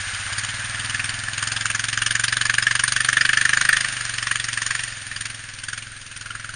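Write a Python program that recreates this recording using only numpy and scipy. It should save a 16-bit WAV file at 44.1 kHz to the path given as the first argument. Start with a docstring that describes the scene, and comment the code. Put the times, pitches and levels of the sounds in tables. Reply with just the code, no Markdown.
"""Four-wheeler in a mud hole

A single-cylinder four-wheeler labours away through mud in bare woods: two stabs of throttle, one long pull, five blips.
Each firing, roughly 15 to 25 a second, sets the modes of the exhaust pipe thumping and lets out a jet of gas,
heard as a broad rasp and the ring of the muffler; an open throttle raises the revs and strengthens the bark.
Shaped noise makes the hissing spray, the sloshing water and a low rumble; the hardest barks overload the microphone."""
import sys
import numpy as np
from scipy import signal
from scipy.fft import rfft, irfft, next_fast_len
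from scipy.io import wavfile
from scipy.ndimage import map_coordinates

SR = 44100
rng = np.random.default_rng(int(sys.argv[2]) if len(sys.argv) > 2 else 0)


def pcm_store(signal):
    """Save signal as 16-bit PCM."""
    levels = np.round(np.clip(np.atleast_2d(signal), -1, 1) * 32767)
    wavfile.write(sys.argv[1], SR, levels.astype(np.int16).T)


N = 288855
TIME = np.arange(N) / SR  # seconds
NOMINAL_SPEED = 23  # firings per second at which the engine's settings hold


def from_db(db):
    """Logarithmic level: decibels become an amplitude factor."""
    return 10 ** (np.asarray(db) / 20)


def rms_one(x):
    """Normalisation: the signal is scaled to unit mean power."""
    return x / np.sqrt(np.mean(x ** 2) + 1e-20)


def read(rows, when=TIME):
    """Linear interpolation: each column of a curve is read at the given values of its first column."""
    position, *columns = np.transpose(rows)
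    return [np.interp(when, position, column) for column in columns]


def noise(spectrum):
    """Spectral shaping: white noise is filtered to a given colour and scaled to unit power."""
    hz, level_db = np.transpose(spectrum)
    size = next_fast_len(N)
    bins = np.maximum(np.fft.rfftfreq(size, 1 / SR), 1)
    gain = from_db(np.interp(np.log(bins), np.log(hz), level_db))
    white = rng.standard_normal(size)
    return rms_one(irfft(rfft(white) * gain, size)[:N])


def flicker(per_s):
    """Random modulation: a signal wanders about zero through 4096 random points, then holds the last."""
    return np.interp(TIME * per_s, np.arange(4096), rng.standard_normal(4096))


def around(s):
    """Windowing: the samples near a firing are selected, with their time from it."""
    span = slice(max(0, int((s - .02) * SR)), int((s + .2) * SR))
    return span, TIME[span] - s


def bell(x, hz, width_hz, gain_db):
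    """Resonance: a band-pass copy added to the signal raises or lowers one band."""
    band = signal.lfilter(*signal.iirpeak(hz, hz / width_hz, SR), x)
    return x + (from_db(gain_db) - 1) * band


# Wheels churning mud and water, and the steady rush of the muffler.
# Each row: time in seconds, spray level in dB, rush level in dB, both before the gains of churn().
CHURN_LEVELS = [(0, -31.7, -32), (1, -34, -31.5), (2, -36, -36), (2.8, -35, -38), (3.83, -31.5, -33),
                (4.5, -36, -38.5), (4.78, -33.5, -36.5), (5.05, -38.5, -40), (6.15, -43.5, -45),
                (6.55, -41.5, -42)]
# Colour of the spray. Each row: frequency in Hz, relative power density in dB.
SPRAY_COLOUR = [(200, -14), (380, -26.5), (500, -11.5), (720, -7), (1000, -13.5), (2000, 4), (2700, 2.5),
                (4000, 0), (5500, -3.5), (6800, -1.5), (8800, 1.5), (12000, -24.5)]
# Colour of the gas rushing through the muffler. 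Each row: frequency in Hz, relative power density in dB.
RUSH_COLOUR = [(600, -30.5), (1000, -14), (1300, -6), (1550, 1), (1750, 1.5), (2000, -7), (2500, -9),
               (4000, -43)]


def churn(spray_gain_db=0.0, rush_gain_db=-1.0):
    """Turbulence noise: tyre spray spatters unevenly, while gas rushes on between the firings."""
    spray_db, rush_db = read(CHURN_LEVELS)
    spatter_db = 1.1 * flicker(450)
    spray = from_db(spray_db + spray_gain_db + spatter_db) * noise(SPRAY_COLOUR)
    rush = from_db(rush_db + rush_gain_db) * noise(RUSH_COLOUR)
    return spray + rush


# Colour of water sloshing round the wheels. Each row: frequency in Hz, relative power density in dB.
SLOSH_COLOUR = [(300, -22), (480, -17.5), (720, -1), (950, -2.5), (1300, 0), (2000, -24.5)]
SLOSH_DB, CLIMBS_OUT_S, SLOSH_FADE_DB_PER_S = -49.5, 1.4, 9


def slosh(lumpy_db=4.5):
    """Random amplitude modulation: lumpy splashing fades as the machine climbs out of the hole."""
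    fade_db = SLOSH_FADE_DB_PER_S * np.maximum(TIME - CLIMBS_OUT_S, 0)
    lumps_db = lumpy_db * flicker(60)
    return from_db(SLOSH_DB - fade_db + lumps_db) * noise(SLOSH_COLOUR)


# Colour of the outdoor rumble. Each row: frequency in Hz, relative power density in dB.
RUMBLE_COLOUR = [(15, -6), (28, 0), (60, -17.5), (120, -15), (250, -29), (450, -24), (1200, -40)]
RUMBLE_DB = -51


def rumble():
    """Stationary noise: a low outdoor rumble keeps one level and colour."""
    return from_db(RUMBLE_DB) * noise(RUMBLE_COLOUR)


# The rider's throttle openings. Each row: opening time in seconds, closing time in seconds,
# firings per second gained if held open, bark gained in dB.
THROTTLE_OPENINGS = [(.311, .506, 1.746, 6.5), (.771, 1.126, .184, 6), (1.354, 3.862, 3.372, 7.3),
                     (4.169, 4.385, 1.691, 2.4), (4.619, 4.855, 3.442, 4.5), (5.082, 5.331, 3.159, 8.6),
                     (5.605, 5.834, 3.107, 8.3), (6.127, 6.339, 1.924, 4.6)]
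# Revs that the mud allows on a light throttle. Each row: time in seconds, firings per second.
CRUISING_SPEED = [(0, 14.98), (.232, 15.94), (.728, 19.605), (1.297, 20.99), (1.708, 18.38), (2.308, 19.88),
                  (2.673, 20.045), (3.863, 22.485), (4.602, 21.89), (5.057, 19.615), (6.054, 19.45),
                  (6.55, 20.835)]
THUMB_S, FLYWHEEL_S = .0927, .1407  # time to move the throttle; time constant of the revs behind it


def throttle():
    """Rotational inertia: the bark (dB) answers at once, the revs (firings per s) lag with the flywheel."""
    opens, closes, revs, bark_db = np.transpose(THROTTLE_OPENINGS)
    to_nearest_edge = np.minimum(TIME - opens[:, None], closes[:, None] - TIME)
    opening = np.clip(to_nearest_edge / THUMB_S + .5, 0, 1)
    keep = np.exp(-1 / (FLYWHEEL_S * SR))
    gained = signal.lfilter([1 - keep], [1, -keep], revs @ opening)
    return read(CRUISING_SPEED)[0] + gained, bark_db @ opening


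def firings(speed):
    """Phase accumulation: one firing occurs each time the engine completes a cycle."""
    cycles = np.cumsum(speed) / SR - .11
    return np.interp(np.arange(int(cycles[-1]) + 1), cycles, TIME)


# The exhaust on a light throttle, as the machine digs in and then draws away; exhaust() reads the bark.
# Each row: time in seconds, bark level in dB before the gains of rasp and ring, thump level in dB.
EXHAUST_LEVEL = [(0, -32.5, -38), (.9, -28, -36), (1.5, -26, -38.6), (1.95, -26, -39.3), (2.1, -24, -39.3),
                 (3.6, -23.5, -40.5), (3.95, -24.5, -42), (4.5, -20.5, -41.5), (4.8, -26, -44.5),
                 (5.05, -33, -43.5), (6.1, -35.5, -46), (6.55, -33, -43)]
# Pipe modes at the nominal note, their signs alternating. Each row: frequency in Hz, relative level in dB,
# 60 dB decay time in seconds, how far it follows the note from 0 to 1.
PIPE_MODES = [(47, -17, 0.52, 0.4), (116.3, 5.5, 0.16, 0.61), (154, -5.5, 0.026, 1),
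              (201.2, -4.5, 0.098, 0.5), (270.1, -13.5, 0.23, 0.2), (301.8, -20.5, 0.33, 0),
              (561, -12.5, 0.081, 0), (659, -13.5, 0.12, 0.03)]
NOMINAL_NOTE_HZ = 118.7  # the note at which the modes have their listed pitches
# the pipe's note rises with the revs, as the gas gets hotter
NOTE_AT_NOMINAL_SPEED_HZ, NOTE_FOLLOWS = 115.4, 0.57
THUMP_FOLLOWS = 0.18  # share of the bark's swell that the thump takes on


def thump(fired, speeds, swell_db, lead_s=0.00582, opening_s=0.0021, uneven_db=0.3, bite_db=9.5):
    """Modal excitation: the opening valve sets the pipe's low modes ringing just before the gas escapes."""
    out = np.zeros(N)
    for s, speed, chance in zip(fired, speeds, rng.standard_normal(len(fired))):
        note_hz = NOTE_AT_NOMINAL_SPEED_HZ * (speed / NOMINAL_SPEED) ** NOTE_FOLLOWS
        span, t = around(s - lead_s)
        t = np.maximum(t, 0)
        opened = 1 - np.exp(-(t / opening_s) ** 2)
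        for k, (hz, level_db, t60, follows) in enumerate(PIPE_MODES):
            pitch = hz * (note_hz / NOMINAL_NOTE_HZ) ** follows
            # a faster valve strikes the upper modes harder
            tilt_db = bite_db * np.log2(speed / NOMINAL_SPEED) * np.log2(hz / NOMINAL_NOTE_HZ)
            height = opened * from_db(level_db + tilt_db + uneven_db * chance - 60 * t / t60)
            out[span] += (-1) ** k * height * np.sin(2 * np.pi * pitch * t)
    level_db = read(EXHAUST_LEVEL)[1] + THUMP_FOLLOWS * swell_db
    return from_db(level_db) * rms_one(out)


def puff(t, rise_s, fall_s):
    """Pulsed flow: one jet of gas swells and collapses along two half-Gaussians."""
    return np.exp(-(t / np.where(t < 0, rise_s, fall_s)) ** 2)


# Colour of the turbulent jet. Each row: frequency in Hz, relative power density in dB.
RASP_COLOUR = [(200, -35), (420, -25.5), (800, -19), (1150, -5), (2000, -1.5), (2400, -1.5), (3000, 3.5),
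               (3900, -6), (4700, -1), (5600, -7), (6700, -1.5), (9500, -4.5), (12000, -14)]


def rasp(fired, speeds, level_db, rise_s=0.0033, fall_s=0.0032, tail_db=-4.5, tail_s=0.0092,
         tail_cut_hz=4500, swing_db=-8.5, swing_s=0.01, swing_width_s=0.0069, lugging_db=18.0,
         crackle_db=3.5, patchy_db=4.0):
    """Jet noise: each firing spits turbulent gas, a back-swing puff and a dull tail scattered by the trunks."""
    gas = noise(RASP_COLOUR) * from_db(crackle_db * flicker(900))
    dull = signal.butter(2, min(tail_cut_hz, SR / 3), fs=SR, output="sos")
    scattered = signal.sosfilt(dull, noise(RASP_COLOUR))
    patch_hz = np.linspace(1500, 10000, 18)
    colours = rng.standard_normal((len(fired), len(patch_hz)))
    out = np.zeros(N)
    for s, db, speed, colour in zip(fired, level_db, speeds, colours):
        span, t = around(s)
        # no two jets have quite the same treble
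        bins = np.fft.rfftfreq(len(t), 1 / SR)
        colour_db = patchy_db * np.interp(bins, patch_hz, colour, left=0)
        jet = irfft(rfft(gas[span]) * from_db(colour_db), len(t))
        main = puff(t, rise_s, fall_s)
        # at low revs the valve is still open on the back swing, so the second puff rivals the first
        second_db = swing_db + lugging_db * np.log2(NOMINAL_SPEED / speed)
        swing = from_db(second_db) * puff(t - swing_s, swing_width_s, swing_width_s)
        tail = from_db(tail_db) * np.exp(-np.abs(t) / tail_s) * (1 - main) * (t > 0)
        # the charge of the cylinder sets the energy of the jet, whatever its turbulence
        energy = np.sum((main * jet) ** 2) / np.sum(main ** 2)
        direct = jet * main / np.sqrt(energy)
        out[span] += from_db(db) * (direct + rms_one(jet) * swing + scattered[span] * tail)
    return out


# The muffler's upper note. 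Each row: time in seconds, centre frequency in Hz.
MUFFLER_NOTE = [(0, 1742), (1.4, 1627), (3.2, 1677), (4.7, 1757), (5.4, 1706), (5.7, 1571), (6.55, 1497)]
# Colour of the diffuse ring. Each row: frequency in Hz at the reference note, relative power density in dB.
RING_COLOUR = [(500, -30.5), (950, -50), (1200, -17.5), (1400, -4.5), (1560, -2), (1690, -8), (1820, 4.5),
               (2000, -8), (2400, -9), (4000, -63.5)]
RING_HZ = 1690  # reference note, at which the diffuse ring keeps its listed colour


def ring(fired, level_db, rise_s=0.0024, fall_s=0.0019, scatter=0.0294, sag=0.013, lower_hz=1220,
         lower_scatter=0.058, lower_db=-9.0, lower_speaks_db=-17.0, breathy_db=-10.0,
         echo_db=-10.5, echo_s=.0065, echo_spread_db=1.0, tail_db=-7.5, tail_s=0.012):
    """Cavity resonance: the jet blows two muffler notes, which return off the ground and the trunks."""
    centre_hz = read(MUFFLER_NOTE)[0]
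    # reading the noise at a varying rate makes the diffuse ring glide with the note
    place = np.cumsum(centre_hz / RING_HZ)
    diffuse = map_coordinates(noise(RING_COLOUR), [place], order=3, mode="wrap")
    out = np.zeros(N)
    for s, db, chance in zip(fired, level_db, rng.standard_normal((len(fired), 6))):
        span, t = around(s)
        # the note differs from firing to firing and sags as the pressure drops
        hz = centre_hz[int(s * SR)] * (1 + scatter * chance[0] - sag * np.tanh(t / fall_s))
        upper = np.sin(2 * np.pi * (np.cumsum(hz) / SR + chance[1]))
        # the lower note speaks only in strong barks, and saturates in the hardest
        lower_gain = from_db(lower_db - abs(db - lower_speaks_db))
        lower_pitch = lower_hz * (1 + lower_scatter * chance[4])
        lower = lower_gain * np.sin(2 * np.pi * (lower_pitch * t + chance[5]))
        main = puff(t, rise_s, fall_s)
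        direct = main * (np.sqrt(2) * (upper + lower) + from_db(breathy_db) * diffuse[span])
        delayed = np.interp(t - echo_s * (1 + 0.152 * chance[3]), t, direct)
        echo = from_db(echo_db + echo_spread_db * chance[2]) * delayed
        fading = from_db(tail_db) * np.exp(-np.abs(t) / tail_s) * (1 - main) * (t > 0)
        out[span] += from_db(db) * (direct + echo + fading * diffuse[span])
    return out


# Single firings with levels of their own. Each row: time in seconds, peak level of the ring in dB,
# rasp level in dB, both before the trims for hard firings.
HARD_FIRINGS = [(2.0637, -14, -15.5), (2.152, -7.5, -18.5), (2.2393, -10, -16.5), (2.4977, -6.5, -18),
                (2.6254, -12, -19), (2.7526, -8, -18.5), (3.0046, -7.5, -20), (3.2111, -2, -17.5),
                (3.2919, -4.5, -19), (3.3328, -5.5, -17.5), (3.3722, -3, -17.5), (3.5324, -4.5, -18.5),
                (3.6117, -6, -16), (3.6905, -0.5, -17), (3.7299, -1.5, -17.5), (4.3121, -8.5, -21),
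                (4.7067, -10.5, -22.5), (5.1163, -19, -28), (5.2545, -21, -23), (5.684, -19, -28)]
# The muffler starts to sing as the revs climb.
# Each row: firings per second, ring relative to the bark in dB before the ring's gain.
RING_ONSET = [(20.8, -4), (23.3, 0.5), (25, 3)]
# Brush comes between and screens the rasp more than the ring, so the ring gains on the rasp.
# Each row: time in seconds, added ring level in dB.
SCREENING = [(6.1, -0.5), (6.45, 8)]


def exhaust(fired, speeds, swell_db, rasp_gain_db=0.5, ring_gain_db=1.0, hard_ring_db=-5.0,
            hard_rasp_db=2.5, rasp_spread_db=.6, ring_spread_db=3.0, delay_s=0.00029, jitter_s=0.00028):
    """Superposition: the broad rasp of the jet and the narrow ring of the muffler bark together."""
    chance = rng.standard_normal((len(fired), 3))
    bark_db = read(EXHAUST_LEVEL, fired)[0] + swell_db
    rasp_db = bark_db + rasp_gain_db + rasp_spread_db * chance[:, 1]
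    singing_db = read(RING_ONSET, speeds)[0] + read(SCREENING, fired)[0]
    ring_db = bark_db + singing_db + ring_gain_db + ring_spread_db * chance[:, 2]
    for s, peak_db, crack_db in HARD_FIRINGS:
        nearest = np.argmin(np.abs(fired - s))
        ring_db[nearest] = peak_db + hard_ring_db
        rasp_db[nearest] = crack_db + hard_rasp_db
    at = np.clip(fired + delay_s + jitter_s * chance[:, 0], 0, TIME[-1])
    return rasp(at, speeds, rasp_db) + ring(at, ring_db)


def scene():
    """Linear superposition: mud, water, outdoor rumble and engine add at the microphone."""
    surroundings = churn() + slosh() + rumble()
    speed, swell_db = throttle()
    fired = firings(speed)
    speeds = np.interp(fired, TIME, speed)
    thumps = thump(fired, speeds, swell_db)
    barks = exhaust(fired, speeds, np.interp(fired, TIME, swell_db))
    return (surroundings + thumps + barks)[None]


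def record(dry):
    """Transduction: a small microphone adds a treble notch and peak, a narrow band and lopsided overload."""
    notch = signal.butter(2, [7200, 8400], "bandstop", fs=SR, output="sos")
    notched = signal.sosfilt(notch, dry)
    coloured = bell(notched, hz=9200, width_hz=900, gain_db=4.5)
    narrow = signal.sosfilt(signal.ellip(10, .3, 70, 9620, fs=SR, output="sos"), coloured)
    # an even power bends both half-waves upwards
    bent = narrow + .04 * narrow ** 6
    # peaks flatten towards 0.73
    rounded = bent / (1 + (bent / .73) ** 16) ** (1 / 16)
    # the overload's products above 15.9 kHz are removed
    return signal.sosfilt(signal.cheby2(12, 70, 15900, fs=SR, output="sos"), rounded)


dry = scene()
out = record(dry)
pcm_store(out)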